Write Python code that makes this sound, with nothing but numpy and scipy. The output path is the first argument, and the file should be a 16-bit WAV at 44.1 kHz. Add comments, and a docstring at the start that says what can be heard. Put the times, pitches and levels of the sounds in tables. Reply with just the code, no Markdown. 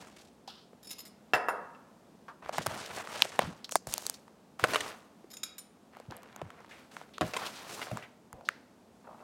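"""A stone kitchen counter with a phone as microphone close by; a low appliance hum, shaped noise, runs throughout.
A sleeve brushes past and a mug's foot scuffs, both grainy friction; a spoon clinks as chattering steel modes,
a tall ceramic mug knocks as damped modes over a low thud. Then a paper packet rubs, snapping at the microphone
as falling chirps and cracks. The phone is bumped and slid: case modes, friction and thuds. Last, the mug turns
on its foot and its rim sings faintly. Knocks and clinks ring in a hard room, a decaying noise tail."""
import sys
import numpy as np
from scipy import signal
from scipy.fft import rfft, irfft, next_fast_len
from scipy.io import wavfile

SR = 44100
rng = np.random.default_rng(int(sys.argv[2]) if len(sys.argv) > 2 else 0)


def int16_out(signal):
    """Quantize to a 16-bit WAV file."""
    q = np.round(np.clip(np.atleast_2d(signal).T, -1, 1) * 32767)
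    wavfile.write(sys.argv[1], SR, q.astype(np.int16))


N = 407043  # length in samples

# Mug against stone. Each row: start in seconds, level in dB, upper edge of the sound in Hz.
MUG_KNOCKS = [(1.3354, -11.5, 5600), (1.359, -25, 2400), (1.4855, -17, 1760), (1.749, -48.5, 6040)]
# Resonances of the mug's body. Each row: frequency in Hz, level in dB, time to fall 60 dB in seconds.
MUG_MODES = [(518, -19, .08), (738, -14.5, .085), (945, -17, .06), (1292, -18, .06), (1410, 5, .0038),
             (1687, -13, .04), (2680, -5, .06), (5295, -22, .045)]
# Spoon contacts. Each row: start in seconds, ring level in dB, clack level in dB, span of the chatter
# in seconds, tilt of the ring in dB per octave.
SPOON_CLINKS = [(.83, -53, -52, .03, -5), (.872, -47, -48, .03, -3), (.907, -43, -37.5, .028, 0),
                (.984, -47, -42, .029, 3), (1.053, -53, -47, .028, 4), (1.336, -42, -34, .025, 0),
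                (1.485, -48.5, -42.5, .016, 4), (5.303, -54, -47, .02, -3), (5.333, -48.5, -46, .014, -5),
                (5.369, -47, -45, .005, -5), (5.4327, -38, -30.5, .006, -9), (5.582, -43.5, -40.5, .012, 1)]
# Resonances of the steel. Each row: frequency in Hz, level in dB, time to fall 60 dB in seconds.
SPOON_MODES = [(3811, -4, .05), (5090, -1, .04), (5280, 0, .06), (6700, 0, .015), (7060, 4, .025),
               (9351, -7, .25), (10720, 0, .06), (12200, 2, .045), (13550, -6, .05)]
# Snaps of paper and fingers, soft taps and the body of two phone bumps. Each row: start in seconds,
# body level in dB, reference pitch of the body in Hz, crack level in dB.
SNAPS_AND_TAPS = [(0.732, -37.5, 486, -79), (2.4931, -18, 654, -38), (2.5827, -12, 760, -26),
                  (2.611, -21.5, 606, -50), (2.663, -15.5, 670, -26), (2.667, -15, 1260, -19),
                  (2.711, -22.5, 780, -52), (3.073, -24, 1260, -58), (3.2212, 3, 3300, -27),
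                  (3.222, -16, 1000, -50), (3.252, -22, 560, -38), (3.3913, -2.5, 700, -21.5),
                  (3.421, -22.5, 560, -52), (3.693, -30, 1250, -37), (3.722, -24.5, 595, -22.5),
                  (3.7558, -1, 850, -11), (3.871, -25.5, 615, -29.5), (3.939, -31, 806, -13),
                  (3.98, -27, 693, -20), (4.066, -33, 1130, -16.5), (4.098, -43, 886, -16),
                  (4.28, -37, 900, -62), (4.596, -20, 1090, -38), (4.6403, -3.5, 1380, -23),
                  (5.243, -37.5, 350, -64.5), (5.969, -32.5, 700, -51), (6, -32.5, 630, -46),
                  (6.122, -25.5, 996, -56), (6.232, -36, 1010, -44), (6.362, -31.5, 900, -35),
                  (6.416, -20.5, 615, -50), (6.504, -31, 1290, -51), (6.646, -36, 990, -75),
                  (6.967, -21, 1200, -55), (7.014, -29.5, 835, -58), (7.1818, -20.5, 1300, -50),
                  (7.217, -16, 560, -45), (7.869, -25.5, 760, -63), (7.972, -22.5, 1140, -34),
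                  (8.329, -30.5, 896, -38), (8.41, -36, 750, -64), (8.4884, -8, 1520, -33)]
# Phone against the things around it. Each row: start in seconds, body level in dB, clatter level in dB,
# span of the chatter in seconds.
PHONE_BUMPS = [(4.6396, -9.5, -19, 0.0086), (4.735, -17, -20.5, 0.013), (4.7578, -15, -16.5, 0.0073),
               (4.806, -53, -24.5, 0.0065), (7.21, -16.5, -25.5, 0.0088), (7.218, -14.5, -35, 0.013),
               (7.336, -31, -27, 0.0061), (7.366, -24, -22, 0.007), (7.464, -28.5, -31, 0.0072),
               (7.816, -42, -27, 0.014), (7.914, -24.5, -38, 0.005)]
# Resonances of the phone's case. Each row: frequency in Hz, level in dB, time to fall 60 dB in seconds.
PHONE_MODES = [(623, -6, 0.038), (715, -10, 0.04), (1084, -5.5, 0.011), (1390, -7, 0.0083)]
# Low thuds: hand pushes on the phone's case, and the bass of the first mug knock.
# Each row: start in seconds, level in dB, centre in Hz.
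LOW_THUDS = [(1.337, -42.5, 150), (2.585, -37, 171), (2.668, -37, 112), (3.433, -38.5, 103.5),
             (3.473, -35.5, 155), (3.872, -42, 101.3), (4.624, -34.5, 153), (6.082, -41, 122.8),
             (6.422, -40.5, 101), (7.212, -27, 151), (7.916, -32, 138.5), (8.334, -46.5, 74)]

# Colours of rubbed paper, rubbed stone, the turning mug and the scuffing foot; then of the dry crack,
# the spoon's clack, the case's clatter, the mug's knock and the hum.
# Each row: frequency in Hz, relative level per Hz in dB.
PAPER_COLOUR = [(100, -1), (330, -2.5), (600, 4.5), (1600, -0.5), (4000, -12), (8500, -18.5), (16000, -35)]
STONE_COLOUR = [(90, -6), (620, 1.5), (1400, -1), (3000, -10), (9000, -21.5), (16000, -30.5)]
MUG_TURN_COLOUR = [(280, -10), (750, 1.5), (1150, -1), (2200, -25), (12000, -41.5)]
SCUFF_COLOUR = [(1300, -0.5), (2300, -16.5), (3050, 0.5), (5300, -5), (6200, -18), (12000, -32)]
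CRACK_COLOUR = [(500, -5.5), (2000, -10.5), (7000, 0.5), (11000, -5.5), (16000, -14)]
CLACK_COLOUR = [(1300, -6), (5000, -3.5), (12500, -11), (16000, -26)]
CLATTER_COLOUR = [(200, 0), (2700, 7), (5000, -5.5), (9000, -9), (16000, -26)]
KNOCK_COLOUR = [(280, -9), (600, 8.5), (1800, 10), (2600, -3), (3800, -7), (6000, -19), (12000, -25.5)]
HUM_COLOUR = [(70, -9.5), (130, -8.5), (215, 2.5), (300, -4.5), (700, -8.5), (2000, -24), (8000, -30.5),
              (16000, -40)]

# Kitchen reverberation. Each row: frequency in Hz, level in dB, time to fall 60 dB in seconds.
KITCHEN_TAIL = [(148.9, -11, 0.99), (501, 2.5, 0.53), (1380, -8, 1), (3000, 1, 0.37), (12000, -4.5, 0.18)]
# Short noise rushes: touches, scuffs, crumples, ticks and a fading tail.
# Each row: start in seconds, level in dB, centre in Hz, time to fall 60 dB in seconds.
SWISHES = [(.476, -45, 4700, 0.095), (0.478, -40.5, 860, 0.065), (2.282, -41.5, 1210, 0.15),
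           (3.644, -35, 4670, 0.042), (3.711, -40, 7550, 0.19), (3.761, -33.5, 6900, 0.046),
           (4.141, -43.5, 5540, 0.06), (6.167, -37, 12000, 0.0047), (6.71, -49.5, 2398, 0.32),
           (7.136, -53.5, 3550, 0.27), (8.025, -46, 2300, .16), (8.335, -53.5, 673, 0.98),
           (8.451, -56.5, 4730, 0.53), (8.49, -52, 1860, 0.48)]

# Strokes of the sleeve brushing past, the mug's foot scuffing as it is taken, the packet rubbing along # the
# phone, the packet crinkling as it is pulled away, the phone gripped, shoved and slid over the stone # (the
# rows at 6.69 and 6.91 s are faint crinkles of the packet further off), and the mug turning on its foot. # Each
# row: start in seconds, length in seconds, scrape level in dB, hiss in dB over the scrape, # catches in dB over
# the scrape.
SLEEVE_STROKES = [(0, 0.043, -59, 1, 22), (.16, 0.029, -66.5, 7, 10)]
SCUFF_STROKES = [(.485, 0.02, -56.5, 7, 0)]
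PACKET_STROKES = [(2.42, 0.099, -53, -16, 26), (2.523, 0.092, -46, -2.5, 17), (2.665, 0.13, -44, -4.5, 16),
                  (2.82, 0.17, -48.5, -3, 18), (2.945, 0.05, -41.5, -6, 17), (3.085, 0.06, -43.5, -5, 17),
                  (3.17, .07, -46.5, -0.5, 18), (3.315, 0.044, -49, -3.5, 17),
                  (3.395, 0.052, -44.5, -7, 18)]
CRINKLE_STROKES = [(3.868, 0.2, -54, 0.81, 22)]
PHONE_STROKES = [(4.59, 0.13, -47.5, -3.5, 25), (4.68, 0.067, -39, -4, 13), (4.795, 0.081, -46, -4.5, 23),
                 (5.925, 0.085, -62.5, -14, 28), (6.1, 0.048, -50, -23.5, 23), (6.23, 0.38, -58.5, -17, 23),
                 (6.69, 0.11, -58.5, -6.5, 17), (6.91, 0.086, -58.5, -3.5, 27),
                 (7.22, 0.064, -48.5, -3, 18), (7.34, 0.14, -45, -3.5, 19), (7.49, 0.26, -52.5, 0, 17),
                 (7.69, 0.14, -47, -2, 18), (7.86, 0.12, -50, -9, 22)]
MUG_TURN_STROKES = [(9.04, 0.27, -56, -37, 0)]

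HUM_DB = -59  # before its slow wander
TOP_HZ = 15900  # upper limit of the microphone
STROKE_ATTACK_S, STROKE_RELEASE_S = 0.0042, 0.42  # release: time to fall 60 dB
CATCHES_PER_S, FLUTTER_PER_S, SHIFTS_PER_S = 150, 150, 35


def undb(db):
    """Decibels to gain."""
    return 10 ** (np.asarray(db) / 20)


def unit(x):
    """Scale to rms 1."""
    return x / np.sqrt(np.mean(x ** 2) + 1e-20)


def clock(length):
    """Sample times of a short sound, in seconds."""
    return np.arange(int(length * SR) + 2) / SR


def fade(t, t60):
    """Exponential decay that falls 60 dB in t60 seconds."""
    return np.exp(-np.log(1000) * t / max(t60, 1e-4))


def add(track, s, sound):
    """Mix a sound in at s seconds."""
    i = max(int(s * SR), 0)
    track[i:i + len(sound)] += sound[:max(N - i, 0)]


def colour(x, points):
    """Shape a signal by (Hz, dB) points, causally, so that attacks stay sharp; rms 1."""
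    hz, db = np.transpose(points)
    size = 2 * next_fast_len(len(x))
    f = np.maximum(np.fft.rfftfreq(size, 1 / SR), 1)
    skirts = np.minimum(np.minimum(f / hz[0], hz[-1] / f), 1) ** 2  # falls away beyond both ends
    log_gain = np.log(undb(np.interp(np.log(f), np.log(hz), db)) * skirts)
    cepstrum = irfft(log_gain)[:size // 2]  # keeping the causal half gives minimum phase
    response = np.exp(2 * rfft(cepstrum, size))
    return unit(irfft(rfft(x, size) * response)[:len(x)])


def band(x, lo, hi):
    """Keep one band, edges in Hz."""
    return signal.sosfilt(signal.butter(2, [lo, min(hi, SR / 2 - 1)], "band", fs=SR, output="sos"), x)


def burst(t, t60, points):
    """A coloured noise crack that dies away; its energy is set by the decay."""
    shape = fade(t, t60)
    return colour(rng.standard_normal(len(t)) * shape, points) * np.sqrt(np.mean(shape ** 2))


def ring(t, modes, scatter_db):
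    """Decaying modes; each blow lands elsewhere and weights them anew."""
    out = 0
    for hz, db, t60 in modes:
        gain = undb(db + scatter_db * rng.standard_normal())
        out = out + gain * np.sin(2 * np.pi * hz * t) * fade(t, t60)
    return out


def chatter(blow, length, rebound, count=9):
    """A first contact and quick rebounds, weaker on average with time, share the level of one blow."""
    hits = np.zeros(len(clock(length)))
    late = rng.random(count)
    places = (late * (len(hits) - 1)).astype(int)
    hits[places] = rebound * rng.standard_normal(count) * (1 - late / 2)
    hits[0] = 1
    return unit(signal.fftconvolve(blow, hits)) * blow.std()


def walk(rate):
    """Smooth random wander with a spread near 1 and rate knots per second."""
    knots = rng.standard_normal(int(N / SR * rate) + 2)
    return np.interp(np.arange(N) / SR * rate, np.arange(len(knots)), knots)


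def hum():
    """A low appliance hum: steady coloured noise whose level wanders slowly."""
    return undb(HUM_DB) * colour(rng.standard_normal(N), HUM_COLOUR) * undb(1.6 * walk(3.262))


def press(t, length):
    """Effort of one stroke: it builds up, holds while the hand moves, then dies away."""
    return np.clip(t / STROKE_ATTACK_S, 0, 1) * fade(np.maximum(t - length, 0), STROKE_RELEASE_S)


def shifting(x, depth_db):
    """The contact patch moves, so each octave swells and sinks on its own."""
    size = next_fast_len(len(x))
    octave = np.log2(np.clip(np.fft.rfftfreq(size, 1 / SR), 250, 16000) / 250)
    spectrum = rfft(x, size)
    out = 0
    for k in range(7):
        part = irfft(spectrum * np.maximum(1 - abs(octave - k), 0), size)[:len(x)]
        out = out + part * undb(depth_db * walk(SHIFTS_PER_S)[:len(x)])
    return out


def catches(t, per_s):
    """Fibres and grit catch and let go: tiny dry crackles at chance pitches, most of them weak."""
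    out, short = np.zeros(len(t)), clock(.02)
    for when, pitch, size in rng.random((int(per_s * len(t) / SR), 3)):
        hz, i = 750 * 8 ** pitch, int(when * len(t))
        tick = size ** 3 * np.sin(2 * np.pi * hz * short) * fade(short, 4 / hz)
        out[i:i + len(short)] += tick[:len(t) - i]
    return out


def rub(strokes, points, grain_db, flutter_db, shift_db=2):
    """Friction: dense slips of uneven size and tiny catches; each stroke's effort drives all its parts."""
    start = max(int(strokes[0][0]), 0)
    t = start + clock(np.ceil(strokes[-1][0] + .5) - start)
    sizes = np.minimum(rng.exponential(size=len(t)), 2 * np.pi)  # rare giants are capped
    slips = rng.standard_normal(len(t)) * undb(grain_db * sizes)
    x = shifting(colour(slips, points), shift_db)
    low = signal.sosfiltfilt(signal.butter(2, 3000, fs=SR, output="sos"), x)
    scrape = low / band(x, 400, 2500).std()
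    hiss = (x - low) / band(x, 3500, 12000).std()
    gains = np.zeros((3, len(t)))
    for s, length, db, hiss_db, catch_db in strokes:
        levels = undb([db, db + hiss_db, db + catch_db])
        gains = np.maximum(gains, np.outer(levels, press(t - s, length)))
    mix = 0
    for part, gain in zip((scrape, hiss, catches(t, CATCHES_PER_S)), gains):
        mix = mix + part * gain * undb(flutter_db * walk(FLUTTER_PER_S)[:len(t)])
    out = np.zeros(N)
    add(out, start, mix)
    return out


def sleeve():
    """The sleeve brushes past: grainy, strongly fluttering friction."""
    return rub(SLEEVE_STROKES, PAPER_COLOUR, grain_db=4.0, flutter_db=5.0)


def kitchen(x):
    """Hard walls and cupboards: a dense tail in octave bands, dying fastest in the treble."""
    t, (hz, db, t60) = clock(0.93), np.transpose(KITCHEN_TAIL)
    tail = 0
    for centre in 125 * 2. ** np.arange(8):
        gain_db, decay = (np.interp(np.log(centre), np.log(hz), c) for c in (db, t60))
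        octave = band(rng.standard_normal(len(t)), centre / np.sqrt(2), centre * np.sqrt(2))
        tail = tail + undb(gain_db) * octave * fade(t, decay)
    tail = tail * (1 - np.exp(-t / 0.0037))  # the reflections build up first
    return signal.fftconvolve(x, tail / np.linalg.norm(tail))[:N]


def swishes():
    """Brief noise rushes around one broad resonance: touches, scuffs, crumples, ticks, a dying tail."""
    out, t = np.zeros(N), clock(0.28)  # longer decays are cut here
    for s, db, hz, t60 in SWISHES:
        points = [(hz / 5, -14), (hz / 2, -13), (hz * .75, -1), (hz, 0), (hz * 2, -20), (hz * 4, -29)]
        add(out, s, undb(db) * burst(t, t60, points))
    return out


def scuff():
    """The mug's foot scuffs the stone: bright, even friction."""
    return rub(SCUFF_STROKES, SCUFF_COLOUR, grain_db=0, flutter_db=2.5)


def flex(t, hz):
    """A thin wall springs back: a few cycles falling in pitch, as short bending waves arrive first."""
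    cycles = hz * t
    phase = .7 * cycles + 1.1 * (1 - np.exp(-cycles / 1.3))  # from about 1.5 to 0.7 times hz
    return np.sin(2 * np.pi * phase) * (1 - np.exp(-cycles / .6)) * fade(t, 7.5 / hz + .002)


def snaps():
    """Snaps, taps and bump bodies: a falling chirp with a rustle of noise, under a sharp crack."""
    out, t = np.zeros(N), clock(0.09)
    for s, db, hz, crack_db in SNAPS_AND_TAPS:
        rustle = burst(t, 12 / hz, [(hz / 4, -8), (hz, 0), (hz * 2, -5), (hz * 8, -26)])
        body = flex(t, hz) + 0.24 * rustle
        crack = burst(t, 0.0036, CRACK_COLOUR)
        add(out, s, undb(db) * body + undb(crack_db) * crack)
    return out


def spoon():
    """Steel chatters on a hard surface; the spot that touches favours its low or its high modes."""
    out, t = np.zeros(N), clock(0.31)
    for s, ring_db, clack_db, length, tilt_db in SPOON_CLINKS:
        modes = [(hz, db + tilt_db * np.log2(hz / 7000), t60) for hz, db, t60 in SPOON_MODES]
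        steel = undb(ring_db) * ring(t, modes, scatter_db=1.5)
        clack = undb(clack_db) * burst(t, .025, CLACK_COLOUR)
        add(out, s, chatter(steel + clack, length, rebound=.79, count=16))
    return out


def mug():
    """The mug's foot hits the stone: body modes and a clack; each knock has its own upper edge."""
    out, t = np.zeros(N), clock(0.13)
    for s, db, top_hz in MUG_KNOCKS:
        blow = ring(t, MUG_MODES, scatter_db=0.5) + undb(-9.5) * burst(t, 0.13, KNOCK_COLOUR)
        add(out, s, undb(db) * band(blow, 350, top_hz))  # a small body radiates little bass
    return out


def thuds():
    """Low, ragged noise thuds: the first mug knock's bass, then hand pushes on the phone's case."""
    out, t = np.zeros(N), clock(0.23)
    for s, db, hz in LOW_THUDS:
        add(out, s, undb(db) * burst(t, 0.15, [(hz / 2, -5), (hz, 0), (hz * 2, -9), (hz * 8, -40)]))
    return out


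def packet():
    """Paper rubs along the phone: friction with unevenly sized slips."""
    return rub(PACKET_STROKES, PAPER_COLOUR, grain_db=3.8, flutter_db=3.2, shift_db=3.2)


def crinkle():
    """The packet is pulled away: friction with the bright colour of a crack."""
    return rub(CRINKLE_STROKES, CRACK_COLOUR, grain_db=3.5, flutter_db=3)


def phone_slide():
    """The phone is gripped, shoved and slid over the stone, and the packet crinkles faintly further off:
    steadier friction with finer grain."""
    return rub(PHONE_STROKES, STONE_COLOUR, grain_db=2.6, flutter_db=1.5, shift_db=2.5)


def bumps():
    """The phone's case judders against a hard edge: its modes and a clatter, in quick rebounds."""
    out, t = np.zeros(N), clock(0.26)
    for s, db, clatter_db, length in PHONE_BUMPS:
        case = undb(db) * ring(t, PHONE_MODES, scatter_db=1.5)
        clatter = undb(clatter_db) * burst(t, 0.019, CLATTER_COLOUR)
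        blow = band(case + clatter, 470, TOP_HZ)  # the small case radiates little bass
        add(out, s, chatter(blow, length, rebound=0.62))
    return out


def mug_turn():
    """The foot grinds on the stone and keeps the rim's two highest modes faintly singing."""
    grind = rub(MUG_TURN_STROKES, MUG_TURN_COLOUR, grain_db=4.0, flutter_db=4.5)
    rim = signal.fftconvolve(grind, ring(clock(.2), MUG_MODES[-2:], scatter_db=0))[:N]
    return grind + undb(-19) * grind.std() * unit(rim)


def scene():
    """Knocks and clinks excite the room; rubs, swishes, thuds and bumps only weakly; snaps stay dry."""
    clinks, knocks = spoon(), mug()
    far = sleeve() + swishes() + scuff() + mug_turn()
    near = thuds() + packet() + crinkle() + phone_slide() + bumps()
    dull_knocks = band(band(knocks, 200, 2300), 200, 2300)  # twice, for steeper edges
    send = undb(-8.0) * dull_knocks + undb(-9) * clinks + undb(-19.0) * far + undb(-20.5) * near
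    return (hum() + knocks + clinks + far + near + snaps() + kitchen(send))[None]


def record(dry):
    """The phone thins the deep bass, rounds the loudest peaks and cuts the top."""
    thin = signal.sosfilt(signal.butter(2, 55, "high", fs=SR, output="sos"), dry)
    rounded = np.tanh(thin)
    return signal.sosfilt(signal.ellip(8, .2, 70, TOP_HZ, fs=SR, output="sos"), rounded)


dry = scene()
out = record(dry)
int16_out(out)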